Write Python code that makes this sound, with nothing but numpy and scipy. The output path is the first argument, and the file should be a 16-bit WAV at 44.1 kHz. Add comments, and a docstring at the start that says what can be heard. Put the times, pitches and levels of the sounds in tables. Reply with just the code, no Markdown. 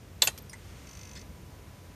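"""Switching on a parked motorcycle

A hand turns the key, close by outdoors. The lock snaps over its detent and hits its stop, each impact
exciting damped modes; a small steel part jingles and light latches tick. Then something like a fuel pump
whirs faintly, an actuator steps for a third of a second, and there is a brief scuff, over a town's rumble."""
import sys
import numpy as np
from scipy import signal
from scipy.fft import rfft, irfft
from scipy.io import wavfile

SR = 44100
rng = np.random.default_rng(int(sys.argv[2]) if len(sys.argv) > 2 else 0)


def put_to_file(sound):
    """Save the sound as 16-bit audio at rate SR, in the file named by the first command-line argument."""
    columns = np.atleast_2d(sound).T  # one column per channel
    safe = np.clip(columns, -1, 1)
    whole_steps = np.round(safe * 32767)
    wavfile.write(sys.argv[1], SR, whole_steps.astype(np.int16))


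N = 85995
T = np.arange(N) / SR
HZ = np.fft.rfftfreq(N, 1 / SR) + 1e-3


def undb(db):
    return 10 ** (np.asarray(db) / 20)


def shaped_noise(gain):
    """Random-phase synthesis: noise of rms 1 with the given magnitude spectrum."""
    x = irfft(gain * np.exp(2j * np.pi * rng.random(len(HZ))), N)
    return x / x.std()


def noise(colour):
    """Spectral shaping: noise follows (Hz, dB) points and rolls off beyond them."""
    hz, db = np.array(colour, float).T
    gain = undb(np.interp(np.log(HZ), np.log(hz), db))
    return shaped_noise(gain * np.minimum(HZ / hz[0], 1) ** 2 * np.minimum(hz[-1] / HZ, 1) ** 3)


def resonant_noise(peaks):
    """Resonance: noise gathers in peaks given as (Hz, width in Hz, dB)."""
    return shaped_noise(sum(undb(db) / (1 + (2 * (HZ - hz) / width) ** 2) for hz, width, db in peaks))


def drift(rate_hz):
    """Low-passed noise: a slow random fluctuation of rms 1."""
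    return shaped_noise(1 / (1 + (HZ / rate_hz) ** 4) * (HZ > .1))


def burst(start, attack, hold, t60):
    """Exponential decay, 60 dB in t60, after a linear rise and a hold; times in seconds."""
    age = T - start
    return np.clip(age / attack, 0, 1) * np.exp(-np.log(1000) * np.maximum(age - attack - hold, 0) / t60)


def ring(start, modes, attack=.00062, hold=0):
    """Modal superposition: a struck part sounds as damped sinusoids, of rms 1 before they decay."""
    partials = sum(undb(db) * burst(start, attack, hold, t60) * np.sin(2 * np.pi * (hz * T + rng.random()))
                   for hz, db, t60 in modes)
    return partials / np.sqrt(sum(undb(db) ** 2 for _, db, _ in modes) / 2)


# Spectra of the rumble and the hiss. Each row: frequency in Hz, relative level in dB.
RUMBLE_COLOUR = [(25, -20), (36, -20), (48, 0), (100, -2.5), (200, -8), (260, -13.5), (400, -17.5),
                 (500, -16.5)]
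HISS_COLOUR = [(100, 6), (400, -0.5), (1000, -4), (2000, -12.5), (5000, -16), (9000, -24), (11000, -18.5),
               (14000, -15.5)]
# A distant engine's hum. Each row: frequency in Hz, width in Hz, level in dB.
ENGINE_BANDS = [(64.7, 4.7, -61.5), (90.8, 14, -55.5)]

def town():
    """Incoherent noises add: a narrow-band hum, a hiss that rises at first and a swelling rumble."""
    hum = sum(undb(db) * resonant_noise([(hz, width, 0)]) for hz, width, db in ENGINE_BANDS)
    hiss = noise(HISS_COLOUR) * undb(np.interp(T, [0, .35], [-59.5, -57]))
    rumble = noise(RUMBLE_COLOUR) * undb(-50 + .73 * drift(rate_hz=1.8))
    return hum + hiss + rumble


# The whir's envelope. Each row: time in seconds, level in dB.
WHIR_LEVEL = [(.53, -62.5), (.58, -59.5), (.7, -57), (.85, -57), (1.2, -59), (1.3, -62), (1.95, -62)]
# Its spectrum. Each row: frequency in Hz, relative level in dB.
WHIR_COLOUR = [(500, -33), (1000, 2), (2200, 4), (4000, -3), (6500, -1), (7800, -6.5), (9000, -4),
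               (10000, -13.5), (14000, -20)]
# The whine's tones. Each row: frequency at full speed in Hz, full level in dB.
WHINE_TONES = [(988, -68), (6950, -82), (9250, -77.5)]

def pump(start=.55, spin_up_s=.05, swell_s=.6, waver=.003):
    """Rotor tones scale with speed: a faint whine spins up and settles within a broadband whir."""
    age = np.maximum(T - start, 0)
    speed = (1 - np.exp(-age / spin_up_s)) * (1 + waver * drift(rate_hz=34))
    rotor_time = np.cumsum(speed) / SR
    whine = sum(undb(db) * np.sqrt(2) * np.sin(2 * np.pi * hz * rotor_time) for hz, db in WHINE_TONES)
    whir = noise(WHIR_COLOUR) * undb(np.interp(T, *np.array(WHIR_LEVEL).T))
    return whine * np.minimum(age / swell_s, 1) + whir


# The scrape's resonances. Each row: frequency in Hz, width in Hz, relative level in dB.
SCUFF_PEAKS = [(1900, 660, -1), (3490, 320, 1), (4300, 400, -2.5), (5140, 450, 1), (7400, 1200, -9)]

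def scuff():
    """Sliding friction excites broad resonances: a brief scrape, perhaps a shoe on asphalt."""
    return undb(-46.5) * resonant_noise(SCUFF_PEAKS) * burst(1.158, attack=.0034, hold=.0078, t60=.12)


# Modes of a step and of the case. Each row: frequency in Hz, relative level in dB, t60 in seconds.
PING_MODES = [(6000, -0.5, 0.038), (6290, 1, 0.027), (6730, -3, 0.015), (9050, -13, 0.046)]
CASE_MODES = [(2097, -0.5, 0.11), (2585, 0.5, 0.05), (4570, 0.5, 0.049), (5300, -8, .03),
              (5560, -1.5, 0.058)]
# The case's rasp. Each row: frequency in Hz, relative level in dB.
CASE_COLOUR = [(600, -22), (1500, -15), (2150, -13), (3100, -1.5), (4550, -1), (5600, -2), (7500, -6),
               (10000, -18), (14000, -10)]

def actuator(start=.87, period_s=.02018, steps=18, scatter_db=.6, case_lag_s=.0013):
    """Convolution with an impulse train: each step is a bright ping, then the case's ring and rasp."""
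    pulses = np.zeros(N)
    starts = start + period_s * np.arange(steps)
    pulses[(starts * SR).astype(int)] = undb(scatter_db * rng.standard_normal(steps))
    repeat = lambda one_step: signal.fftconvolve(pulses, one_step)[:N]
    ping = undb(-46.5) * ring(0, PING_MODES, attack=.00077)
    case_ring = undb(-53.5) * ring(case_lag_s, CASE_MODES)
    rasp_envelope = undb(-53.5) * burst(case_lag_s, attack=.00077, hold=.0014, t60=.024)
    return repeat(ping + case_ring) + noise(CASE_COLOUR) * repeat(rasp_envelope)


# Modes of the latch and relay. Each row: frequency in Hz, relative level in dB, t60 in seconds.
LATCH_MODES = [(5070, -8.5, 0.19), (5660, 3, 0.028), (8936, -11, 0.28), (10700, -3, .025),
               (12550, -22, 0.11)]
RELAY_MODES = [(899, -8, 0.048), (1800, -7, 0.032), (1990, 1, 0.061), (2110, -4, 0.064), (5900, -15, .04),
               (7235, -10, .04), (8580, -14, 0.052)]
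# The relay's rasp. Each row: frequency in Hz, relative level in dB.
RELAY_COLOUR = [(700, -17), (2000, 3.5), (3000, -19), (4300, -5), (5000, -15), (5900, 0), (7800, -7),
                (8700, -1), (9600, -12), (14000, -19)]

def switches(latch_s=.496, relay_s=.53):
    """Free vibration after closing: a thin latch ping, then a lower, rasping relay clack."""
    rasp = undb(-44.5) * noise(RELAY_COLOUR) * burst(relay_s, attack=.0016, hold=.0018, t60=.054)
    ping = undb(-42) * ring(latch_s, LATCH_MODES)
    clack = undb(-42) * ring(relay_s, RELAY_MODES, attack=.0078)
    return ping + clack + rasp


# The lock's light ticks. Each row: start in seconds, level in dB, t60 in seconds.
LOCK_TICKS = [(.318, -56, .03), (.377, -41, 0.035), (0.385, -47.5, .035), (.496, -43, 0.0088)]
# Spectrum of the ticks and the key's slip. Each row: frequency in Hz, relative level in dB.
CONTACT_COLOUR = [(500, -11), (2500, -5), (4200, -7.5), (5700, -2), (7500, -7), (8700, -7), (10000, -9.5),
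                  (14000, -11)]

def ticks():
    """A brief contact has a broad spectrum: the lock ticks in short bursts of noise."""
    envelope = sum(undb(db) * burst(start, .0005, 0, t60) for start, db, t60 in LOCK_TICKS)
    return noise(CONTACT_COLOUR) * envelope


# Touches of the steel part. Each row: start in seconds, level in dB, hold and t60 in seconds.
TOUCHES = [(0.234, -32, .004, 0.11), (0.248, -30.5, .003, 0.016), (.378, -52, 0.0092, 0.06),
           (0.42, -51, .002, .035)]
# Its modes. Each row: frequency in Hz, relative level in dB, fraction of the touch's t60.
STEEL_MODES = [(12877, 0, 1), (12946, -7, .8), (11120, -17, .7), (13150, -14, .6)]

def jingle():
    """A small, stiff body has high modes: a steel part, perhaps the key ring, rings at each touch."""
    out = np.zeros(N)
    for start, level_db, hold, t60 in TOUCHES:
        modes = [(hz, db, t60 * fraction) for hz, db, fraction in STEEL_MODES]
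        out += undb(level_db) * ring(start, modes, attack=.001, hold=hold)
    return out


# The key's grinding. Each row: frequency in Hz, relative level in dB.
GRIND_COLOUR = [(600, -12), (3000, -12.5), (5700, -4), (7500, -5), (10000, -9), (12000, -5), (13300, 5),
                (14200, -2)]

def key_friction(detent_s, stop_s, slip_s=.003):
    """Friction noise: the key slips just before the first snap and grinds on until the second."""
    slip = undb(-24) * noise(CONTACT_COLOUR) * burst(detent_s - slip_s, slip_s, 0, .01) ** 2
    grind_envelope = undb(-37.5) * burst(detent_s, attack=.0017, hold=stop_s - detent_s, t60=.016)
    return slip + noise(GRIND_COLOUR) * grind_envelope


# The bodywork's rattle. Each row: frequency in Hz, relative level in dB.
BODY_COLOUR = [(200, -24.5), (330, -6), (480, -0.5), (800, -1.5), (1250, -3.5), (1600, -8), (1890, -1),
               (2320, -5.5), (3620, -3.5), (5740, -10), (7690, -10), (8500, -4), (11500, -22), (14000, -21)]
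# Its modes. Each row: frequency in Hz, relative level in dB, t60 in seconds.
BODY_MODES = [(533.7, -8, 0.13), (900, -12.5, 0.21), (1482, -0.5, 0.038), (1790, 7, 0.033),
              (3180, 2, 0.076), (4030, -14.5, 0.36), (6360, -9, 0.083), (6730, 8, .07), (10170, -7, 0.083),
              (12900, -18, 0.45)]

def bodywork(start, rattle_db, rattle_t60, attack=.0084):
    """Structure-borne sound: a snap shakes the bodywork, and reverberation fades in the yard."""
    rattle = undb(rattle_db) * noise(BODY_COLOUR) * burst(start, attack, 0, rattle_t60)
    ringing = undb(rattle_db - 4.5) * ring(start, BODY_MODES, attack)
    yard = undb(-55.5) * noise(BODY_COLOUR) * burst(start, attack=.013, hold=0, t60=.74)
    return rattle + ringing + yard


# Modes of the detent and stop. Each row: frequency in Hz, relative level in dB, t60 in seconds.
DETENT_MODES = [(2700, 1, 0.052), (2690, -11, 0.04), (3143, -10, 0.064), (3502, 0.5, 0.098),
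                (3663, 0, 0.05), (3990, 6, 0.054), (4300, 1, 0.063), (4510, -5, .06), (6520, -8, .07),
                (7430, -4, 0.058), (7562, 8, 0.031), (7750, -13, 0.039)]
STOP_MODES = [(1486, -5, 0.049), (2653, 2, 0.062), (3273, 0.5, 0.049), (4608, -1, 0.05), (4970, -9, 0.059),
              (6320, -1, 0.063), (7050, -14, 0.069), (7530, -17, 0.05), (8947, -8, 0.066),
              (9350, -6, 0.027), (10100, -6.5, 0.085), (10780, -25, 0.072)]
# Spectra of their cracks. Each row: frequency in Hz, relative level in dB.
DETENT_CRACK = [(300, -23), (765, -18), (2200, -20), (2600, -6), (3700, 1), (4600, -3), (5400, -10),
                (7000, -6.5), (7600, 2), (8300, -9), (9600, -23), (11000, -26.5), (13100, -14),
                (14200, -26)]
STOP_CRACK = [(180, -47), (300, -11), (1680, -18.5), (2130, -29), (2630, 2), (2940, 3), (4190, -9),
              (4840, -6), (5510, -22), (5970, -9), (7480, -0.5), (9990, -23), (14000, -15)]

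def lock_snaps(detent_s, stop_s, attack=.00037):
    """Impact excitation: each of two hard blows cracks, shakes the bodywork and rings the struck part."""
    detent = undb(-13.5) * noise(DETENT_CRACK) * burst(detent_s, attack, hold=.0029, t60=.017)
    detent += bodywork(detent_s, rattle_db=-26, rattle_t60=.086)
    detent += undb(-15.5) * ring(detent_s, DETENT_MODES, attack)
    stop = undb(-19.5) * noise(STOP_CRACK) * burst(stop_s, attack, hold=.0041, t60=.014)
    stop += bodywork(stop_s, rattle_db=-30, rattle_t60=.073)
    stop += undb(-23.5) * ring(stop_s, STOP_MODES, attack)
    return detent + stop


def scene(detent_s=.2205, stop_s=.2726, treble_hz=7600):
    """Mid-side stereo: all is central; only the treble's phase and a faint hiss differ between the ears."""
    lock = lock_snaps(detent_s, stop_s) + key_friction(detent_s, stop_s) + jingle() + ticks()
    mid = lock + switches() + actuator() + scuff() + pump() + town()
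    treble = 1 / (1 + (treble_hz / HZ) ** 8)
    quadrature = irfft(1j * rfft(mid) * treble, N)
    side = undb(-13) * quadrature + undb(-67) * shaped_noise(treble)
    return np.array([mid + side, mid - side])


def record(dry):
    """Band limiting: an elliptic low-pass cuts steeply above 14250 Hz."""
    return signal.sosfilt(signal.ellip(10, .2, 70, 14250, fs=SR, output="sos"), dry)


dry = scene()
out = record(dry)
put_to_file(out)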